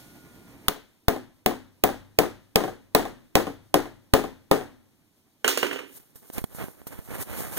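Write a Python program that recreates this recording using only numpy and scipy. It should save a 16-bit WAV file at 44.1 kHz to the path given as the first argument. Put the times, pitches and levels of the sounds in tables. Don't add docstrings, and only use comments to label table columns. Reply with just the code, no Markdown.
import sys
import numpy as np
from scipy import signal
from scipy.fft import rfft, irfft, next_fast_len
from scipy.io import wavfile
from scipy.ndimage import map_coordinates

SR = 44100
rng = np.random.default_rng(int(sys.argv[2]) if len(sys.argv) > 2 else 0)


def store_wav(level_fs):
    pcm = np.round(np.clip(np.atleast_2d(level_fs), -1, 1) * 32767)
    wavfile.write(sys.argv[1], SR, pcm.T.astype(np.int16))


N = 334278
PORT_LAG_S = 17.3 / 44100


def amp(db):
    return np.exp(np.asarray(db) * np.log(10) / 20)


def unit(x):
    return x / np.sqrt(np.mean(x ** 2) + 1e-20)


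def along(points, hz):
    point_hz, value = np.transpose(points)
    return np.interp(np.log(hz + 1), np.log(point_hz + 1), value)


def filtered(x, response):
    n = x.shape[-1]
    padded = next_fast_len(n + 4096)
    spectrum = rfft(x, padded) * response(np.fft.rfftfreq(padded, 1 / SR))
    return irfft(spectrum, padded)[..., :n]


def noise(spectrum, shape):
    white = rng.standard_normal(shape)
    return unit(filtered(white, lambda hz: amp(along(spectrum, hz))))


def click(spectrum):
    pulse = filtered(np.arange(400) == 200, lambda hz: amp(along(spectrum, hz)))
    return pulse / np.linalg.norm(pulse)


def wobble(rate):
    knots = rng.standard_normal(int(N * rate / SR) + 4)
    return map_coordinates(knots, [np.arange(N) * rate / SR])


def ring(modes, t, scatter_db, rough):
    hz, db, t60 = np.transpose(modes)[..., None]
    sign_draw, level_draw = rng.standard_normal((2, len(modes), 1))
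    steps = rng.standard_normal((len(modes), len(t) // 8 + 1))
    walk = np.repeat(np.cumsum(steps, axis=1), 8, axis=1)[:, :len(t)]
    wander = rough * walk * np.sqrt(8 / SR)
    envelope = amp(db + scatter_db * level_draw - 60 * t / t60)
    return np.sum(np.sign(sign_draw) * envelope * np.sin(2 * np.pi * hz * t + wander), axis=0)


# frequency in Hz, decay time (t60) in s.
SHOP_DECAY = [(60, 0.3), (160, 0.56), (420, 0.13), (1100, 0.3), (3000, 0.37), (8000, 0.26), (16000, .22)]


def echo(x, wet_db):
    hz, t, grid = signal.stft(rng.standard_normal((3, SR * 11 // 20)), SR, nperseg=256)
    fall_db = -60 * t / along(SHOP_DECAY, hz)[:, None]
    decay = amp(fall_db) + amp(-23 + .4 * fall_db)
    tail = signal.istft(grid * decay, SR, nperseg=256)[1]
    tail = tail[:2] + 0.62 * tail[2]
    tail = tail / np.linalg.norm(tail[0])
    return amp(wet_db) * signal.fftconvolve(x[None], tail, axes=1)


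def add(out, s, x):
    part = out[:, round(s * SR):][:, :x.shape[1]]
    part += x[:, :part.shape[1]]


# frequency in Hz, relative density in dB.
OWN_RUMBLE = [(20, -17.5), (50, -8), (130, -1), (300, 3), (500, -7), (1000, -13.5), (2400, -6),
              (5000, -39.5)]
# frequency in Hz, relative density in dB.
COMMON_RUMBLE = [(20, -9), (40, -6), (130, 2), (300, -2.5), (500, -16), (1000, -22.5), (2000, -41.5)]
# frequency in Hz, relative density in dB.
MIC_HISS = [(1000, -23.5), (3000, -4.5), (7000, -7), (14500, -5.5), (16500, -12.5)]
RUMBLE_DB, HISS_DB = -51, -61
SINK_S, RUMBLE_SINK_DB, HISS_SINK_DB = .05, 16.5, 9.5
OPENING_DB, OPENING_S = 8, .15
TONE_HZ, TONE_SAG_HZ_PER_S, TONE_DB, TONE_END_S, TONE_FADE_S = 1450, 60, -63, .53, .03


def background():
    now = np.arange(N) / SR
    sunk = np.clip((now - BLOWS[0][0]) / SINK_S, 0, 1)
    rumble_db = RUMBLE_DB - RUMBLE_SINK_DB * sunk
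    hiss_db = HISS_DB - HISS_SINK_DB * sunk + OPENING_DB * np.exp(-now / OPENING_S)
    fade = np.clip((TONE_END_S - now) / TONE_FADE_S, 0, 1) * amp(2.5 * wobble(10))
    phase = 2 * np.pi * (TONE_HZ - TONE_SAG_HZ_PER_S * now / 2) * now
    tone = np.sqrt(2) * amp(TONE_DB) * fade * np.sin(phase)
    own = noise(OWN_RUMBLE, (2, N)) * amp([[-13], [-6]])
    common = noise(COMMON_RUMBLE, N) * amp([[2.5], [4]])
    rumble = amp(rumble_db + 1.6 * wobble(31)) * (own + common)
    hiss = amp(hiss_db + 0.95 * wobble(22)) * noise(MIC_HISS, (2, N)) * amp([[-1.5], [0]])
    return rumble + hiss + tone * amp([[-11], [-5]])


# frequency in Hz, relative density in dB.
SKIN_HISS = [(2000, -26.5), (4000, -14.5), (7000, -10.5), (10000, -5), (14500, -3.5), (16500, -13)]
# frequency in Hz, relative density in dB.
CASE_SCRAPE = [(20, -13.5), (60, -1), (200, -4.5), (500, -9), (1000, -16), (2500, -19), (5000, -36.5)]
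# peak time in seconds, hiss level in dB,
# scrape level in dB re the hiss, rise in s, fall in s (both over 20 dB).
STROKES = [(5.98, -43, -6, .12, .015), (6.0, -55, 0, .01, .14), (6.16, -49, -9, .01, .07),
           (6.3, -55, -5, .15, .04), (6.333, -40, -12, .01, .12), (6.387, -40, 15, .03, .02),
           (6.555, -44.5, 3, .04, .2), (6.645, -48, 2, .1, .07), (6.872, -36, 0, .004, .022),
           (6.925, -50, 10, .05, .12), (7.15, -43, 5, .14, .1), (7.225, -31, 0, .045, .022),
           (7.32, -45, 10, .08, .1), (7.405, -34, 7, .09, .09), (7.48, -46, 6, .05, .07),
           (7.545, -38, 7, .05, .04), (7.58, -28, 1, .025, .02)]
GRIP_S, GRIP_DB, GRIP_SCRAPE_DB = 6.15, -66, 9
# frequency in Hz, relative density in dB.
TICK = [(200, 13.5), (1000, -3), (3000, -5), (6000, -14.5), (15000, -5.5)]
# start in seconds, push level in dB, tick level in dB, push time constant in ms.
GRIP_SHIFTS = [(6.157, -37, -47, 1.9), (6.301, -31, -35, .6), (6.381, -36, -18, 3.2),
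               (6.417, -27, -46, 2.7), (6.441, -15, -22, 1.02), (6.549, -27, -43, 1.1),
               (6.64, -19, -35, 1.1), (6.684, -24, -55, .58), (6.817, -31, -45, .53), (6.869, -25, -33, .7),
               (6.907, -35, -42, 1.2), (6.99, -22, -39, 1.6), (7.088, -28, -44, .92), (7.117, -20, -45, .7),
               (7.139, -30, -48, .7), (7.159, -29, -40, .73)]


def rubbing(speed, pressure):
    slips = amp(1.5 * wobble(70) + 1.7 * wobble(600))
    catches = (rng.random(N) < 150 / SR) * amp(1.7 * rng.standard_normal(N))
    hiss = speed * unit(slips * noise(SKIN_HISS, N))
    grain = unit(filtered(catches, lambda hz: amp(along(TICK, hz))))
    body = slips * amp(3.5 * wobble(25)) * noise(CASE_SCRAPE, N)
    return hiss + pressure * unit(body + 0.2 * grain)


def grip_shift(push_db, tick_db, push_ms):
    t = np.arange(SR // 20) / SR
    u = t * 1000 / max(push_ms, .2)
    push = -4 * u * (1 - u / 2.2) * np.exp(-u)
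    return amp(push_db) * push + amp(tick_db - 60 * t / 0.023) * noise(TICK, len(t))


def fingers():
    now = np.arange(N) / SR
    peak_s, hiss_db, scrape_db, rise_s, fall_s = np.transpose(STROKES)[..., None]
    slope_s = np.where(now < peak_s, rise_s, fall_s)
    swell = amp(hiss_db - 20 * np.abs(now - peak_s) / slope_s)
    grip = amp(GRIP_DB) * np.clip((now - GRIP_S) / .1, 0, 1)
    speed = grip + swell.sum(axis=0)
    pressure = amp(GRIP_SCRAPE_DB) * grip + (amp(scrape_db) * swell).sum(axis=0)
    touch = rubbing(speed, pressure)[None]
    for s, push_db, tick_db, push_ms in GRIP_SHIFTS:
        add(touch, s, grip_shift(push_db, tick_db, push_ms)[None])
    airborne = amp(-3) * speed * noise(SKIN_HISS, N)
    return np.array([0.02 * touch[0] + airborne, touch[0]])


# frequency in Hz, relative density in dB.
CLACK = [(600, -40), (2000, -15), (4000, 3), (8000, 3), (11000, -3), (15000, 2), (17000, -0.5)]
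# frequency in Hz, relative density in dB.
KNOCK = [(60, -56), (120, -42), (260, -8.5), (450, 9), (700, -3.5), (1400, -2.5), (3000, 0), (4500, -32.5)]
# frequency in Hz, relative level in dB, decay time (t60) in s.
BENCH_MODES = [(280, -5.5, 0.5), (354.5, -4.5, 0.37), (405, -6, 0.47), (476, -2, 0.1), (960, -16, 0.3),
               (1333, -14, 0.3), (1450, -7, 0.14), (2190, -12, 0.05), (2840, -6.5, 0.22)]
# start in seconds, level in dB, brightness in dB re that level.
LANDINGS = [(5.444, -9, -17), (5.478, -8, -6), (5.574, -14.5, -6.5), (5.629, -10, -18),
            (5.666, -22.5, -12.5), (5.711, -19, -22), (5.729, -21.5, -14), (5.759, -24.5, -20.5),
            (5.789, -25, -18.5)]


def dropped():
    out, t = np.zeros((2, N)), np.arange(SR // 3) / SR
    for s, db, bright_db in LANDINGS:
        clack = noise(CLACK, len(t)) * amp(-60 * t / 0.013) * (1 - np.exp(-t / 0.0013))
        clack = amp(db + bright_db + 8.5) * clack
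        knock = amp(db + .8) * noise(KNOCK, len(t)) * amp(-60 * t / 0.02) * (1 - np.exp(-t / 0.0012))
        board = amp(db - 16) * ring(BENCH_MODES, t, scatter_db=3, rough=13.4)
        board = board * (1 + 0.5 * amp(-60 * t / 0.028))
        add(out, s, (clack + knock + board) * amp([[-25], [3]]))
        into_shop = amp(bright_db + 23) * click(CLACK) + amp(14) * click(KNOCK)
        add(out, s, echo(into_shop, wet_db=db) * amp([[-13], [0]]))
    shaded = filtered(out[1], lambda hz: .5 * np.exp(-2j * np.pi * hz * PORT_LAG_S) / (1 + (hz / 750) ** 4))
    ports = np.array([out[0] + shaded, out[1]])
    return filtered(ports, lambda hz: hz ** 2 / (hz ** 2 + 90 ** 2))


# frequency in Hz, relative density in dB.
STEEL = [(150, -16), (600, 4.5), (1500, -6), (3400, -6), (6000, -12), (10000, -13), (15300, -10),
         (17000, -30.5)]


def steel_crack(t):
    return noise(STEEL, len(t)) * (amp(-60 * t / 0.013) + amp(-22.5 - 60 * t / .06))


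def thud(t):
    return (t / 0.0013) * np.exp(1 - t / 0.00069) * np.cos(2 * np.pi * 600 * (t - .0013))


# frequency in Hz, relative level in dB, decay time (t60) in s.
BEAM_MODES = [(166.8, -5.5, 0.13), (213.6, -10, .25), (257.4, -13.5, 0.47), (296.6, -4.5, 0.22),
              (353.3, -9.5, 0.31), (425.2, -2, .2), (470.4, -11.5, 0.28), (536, -7.5, 0.13),
              (686.5, -7.5, 0.094), (742.3, -3, 0.09), (785.5, -6, 0.09), (1045, -1, 0.04),
              (1143, -22.5, 0.094), (1232, -13, .1), (1490, -13.5, 0.032), (1836, -7, 0.027),
              (2090, -17.5, .06)]


def beam_ring(t):
    wood = ring(BEAM_MODES, t, scatter_db=3.0, rough=6.8) * (1 - np.exp(-t / 0.003))
    return wood * (1 - t / t[-1])


# frequency in Hz, relative level in dB, decay time (t60) in s.
FRAME_MODES = [(34.3, 5, 0.61), (63.4, -2.5, .4), (98, -1.5, 1.5), (124, -1.5, 0.9)]


def building_sway(t):
    return ring(FRAME_MODES, t, scatter_db=4, rough=8.0) * (1 - t / t[-1]) * np.ones((2, 1))


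def loose_chatter(t, pine):
    taps = (rng.random(len(t)) < 260 / SR) * rng.standard_normal(len(t)) * amp(-60 * t / 0.29)
    return signal.fftconvolve(taps, pine)


# frequency in Hz, relative
# level in dB, decay time (t60) in s.
PING_MODES = [(14200, -8, 0.0053), (16600, -4.5, 0.017), (15700, -7, .015), (15350, -24, .16)]


def port_ping(t):
    return ring(PING_MODES, t, scatter_db=2.1, rough=50)


def phone_jolt(t):
    u = t / .0011
    return u * np.exp(1 - u) - 0.029 * np.exp(-t / .03)


# frequency in Hz, relative density in dB.
PINE = [(60, -21.5), (160, -4.5), (300, 4.5), (450, 3.5), (750, 0), (1100, -13), (1800, -13), (3000, -28)]
# frequency in Hz, gain in dB.
PORT_B_GAIN = [(40, -7.5), (300, -2.5), (800, -16.5), (2500, 9), (8000, 1.5), (15000, 3.5)]
# start in seconds, thud level in dB,
# steel crack level in dB, ring and echo level in dB, ping level in dB, jolt level in dB.
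BLOWS = [(.683, -10, -10, -26, -10, -12), (1.083, -1, -15, -16, -9, -1), (1.461, -1, -13, -16, -7, -10),
         (1.838, 0, -12, -14, -3, -11), (2.188, 1.5, -11, -12.5, -7, -10), (2.558, 0, -10, -14.5, -11, -6),
         (2.949, 4, -8, -10.5, -5, -8), (3.354, 2.5, -8, -11.5, -8, -5), (3.742, 3, -12, -11.5, -26, -15),
         (4.137, 4, -10, -9.5, -8, 2), (4.513, 5, -14, -9.5, -12, -7)]
# start in seconds, thud level in dB.
RATTLES = [(.76, -31), (1.13, -19), (1.162, -21), (1.51, -17), (1.89, -12), (2.234, -13), (2.605, -12),
           (2.638, -10), (2.679, -19), (2.994, -12), (3.053, -15), (3.4, -13), (3.469, -15), (3.789, -18),
           (3.856, -24), (4.189, -16), (4.239, -16), (4.56, -18), (4.611, -21)]
RATTLE_CRACK_DB, RATTLE_RING_DB = -23, -11


def hammer():
    near, jolt, far = np.zeros((1, N)), np.zeros((1, N)), np.zeros((2, N))
    short, t, long = np.arange(SR // 10) / SR, np.arange(SR // 3) / SR, np.arange(SR * 3 // 4) / SR
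    steel, pine = click(STEEL), click(PINE)
    contacts = [row[:4] for row in BLOWS]
    contacts += [(s, db, db + RATTLE_CRACK_DB, db + RATTLE_RING_DB) for s, db in RATTLES]
    for s, db, crack_db, ring_db in contacts:
        add(near, s, (amp(db) * thud(short) + amp(crack_db) * steel_crack(short))[None])
        add(near, s - 150 / SR, amp(crack_db + 8) * steel[None])
        add(near, s, amp(ring_db) * beam_ring(t)[None])
        add(near, s + .01, amp(ring_db + 4) * loose_chatter(t, pine)[None])
        add(far, s, amp(ring_db - 27) * building_sway(long))
        into_shop = amp(crack_db - db + 21.5) * steel + amp(18.5) * pine
        add(far, s, echo(into_shop, wet_db=ring_db))
    for s, *_, ping_db, jolt_db in BLOWS:
        add(near, s, amp(ping_db) * port_ping(short)[None])
        add(jolt, s, amp(jolt_db) * phone_jolt(short)[None])
    port_b = filtered(near[0], lambda hz: amp(along(PORT_B_GAIN, hz)) * np.exp(-2j * np.pi * hz * 1.2e-4))
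    return np.array([near[0], port_b]) + far * amp([[0], [-2]]) + jolt * amp([[0], [-8]])


def scene():
    return background() + fingers() + dropped() + hammer()


WIDEN, SHADE_HZ = .66, 2500
TOP_HZ = 15900


def record(dry):
    def delay_and_shade(hz):
        shade = [np.ones_like(hz), 1 + (hz / SHADE_HZ) ** 2]
        return np.exp(-2j * np.pi * hz * PORT_LAG_S) / shade
    late = filtered(dry[::-1], delay_and_shade)
    wide = dry - WIDEN * late
    limited = wide / (1 + np.abs(wide) ** 6) ** (1 / 6)
    return filtered(limited, lambda hz: 1 / (1 + (hz / TOP_HZ) ** 110))


dry = scene()
out = record(dry)
store_wav(out)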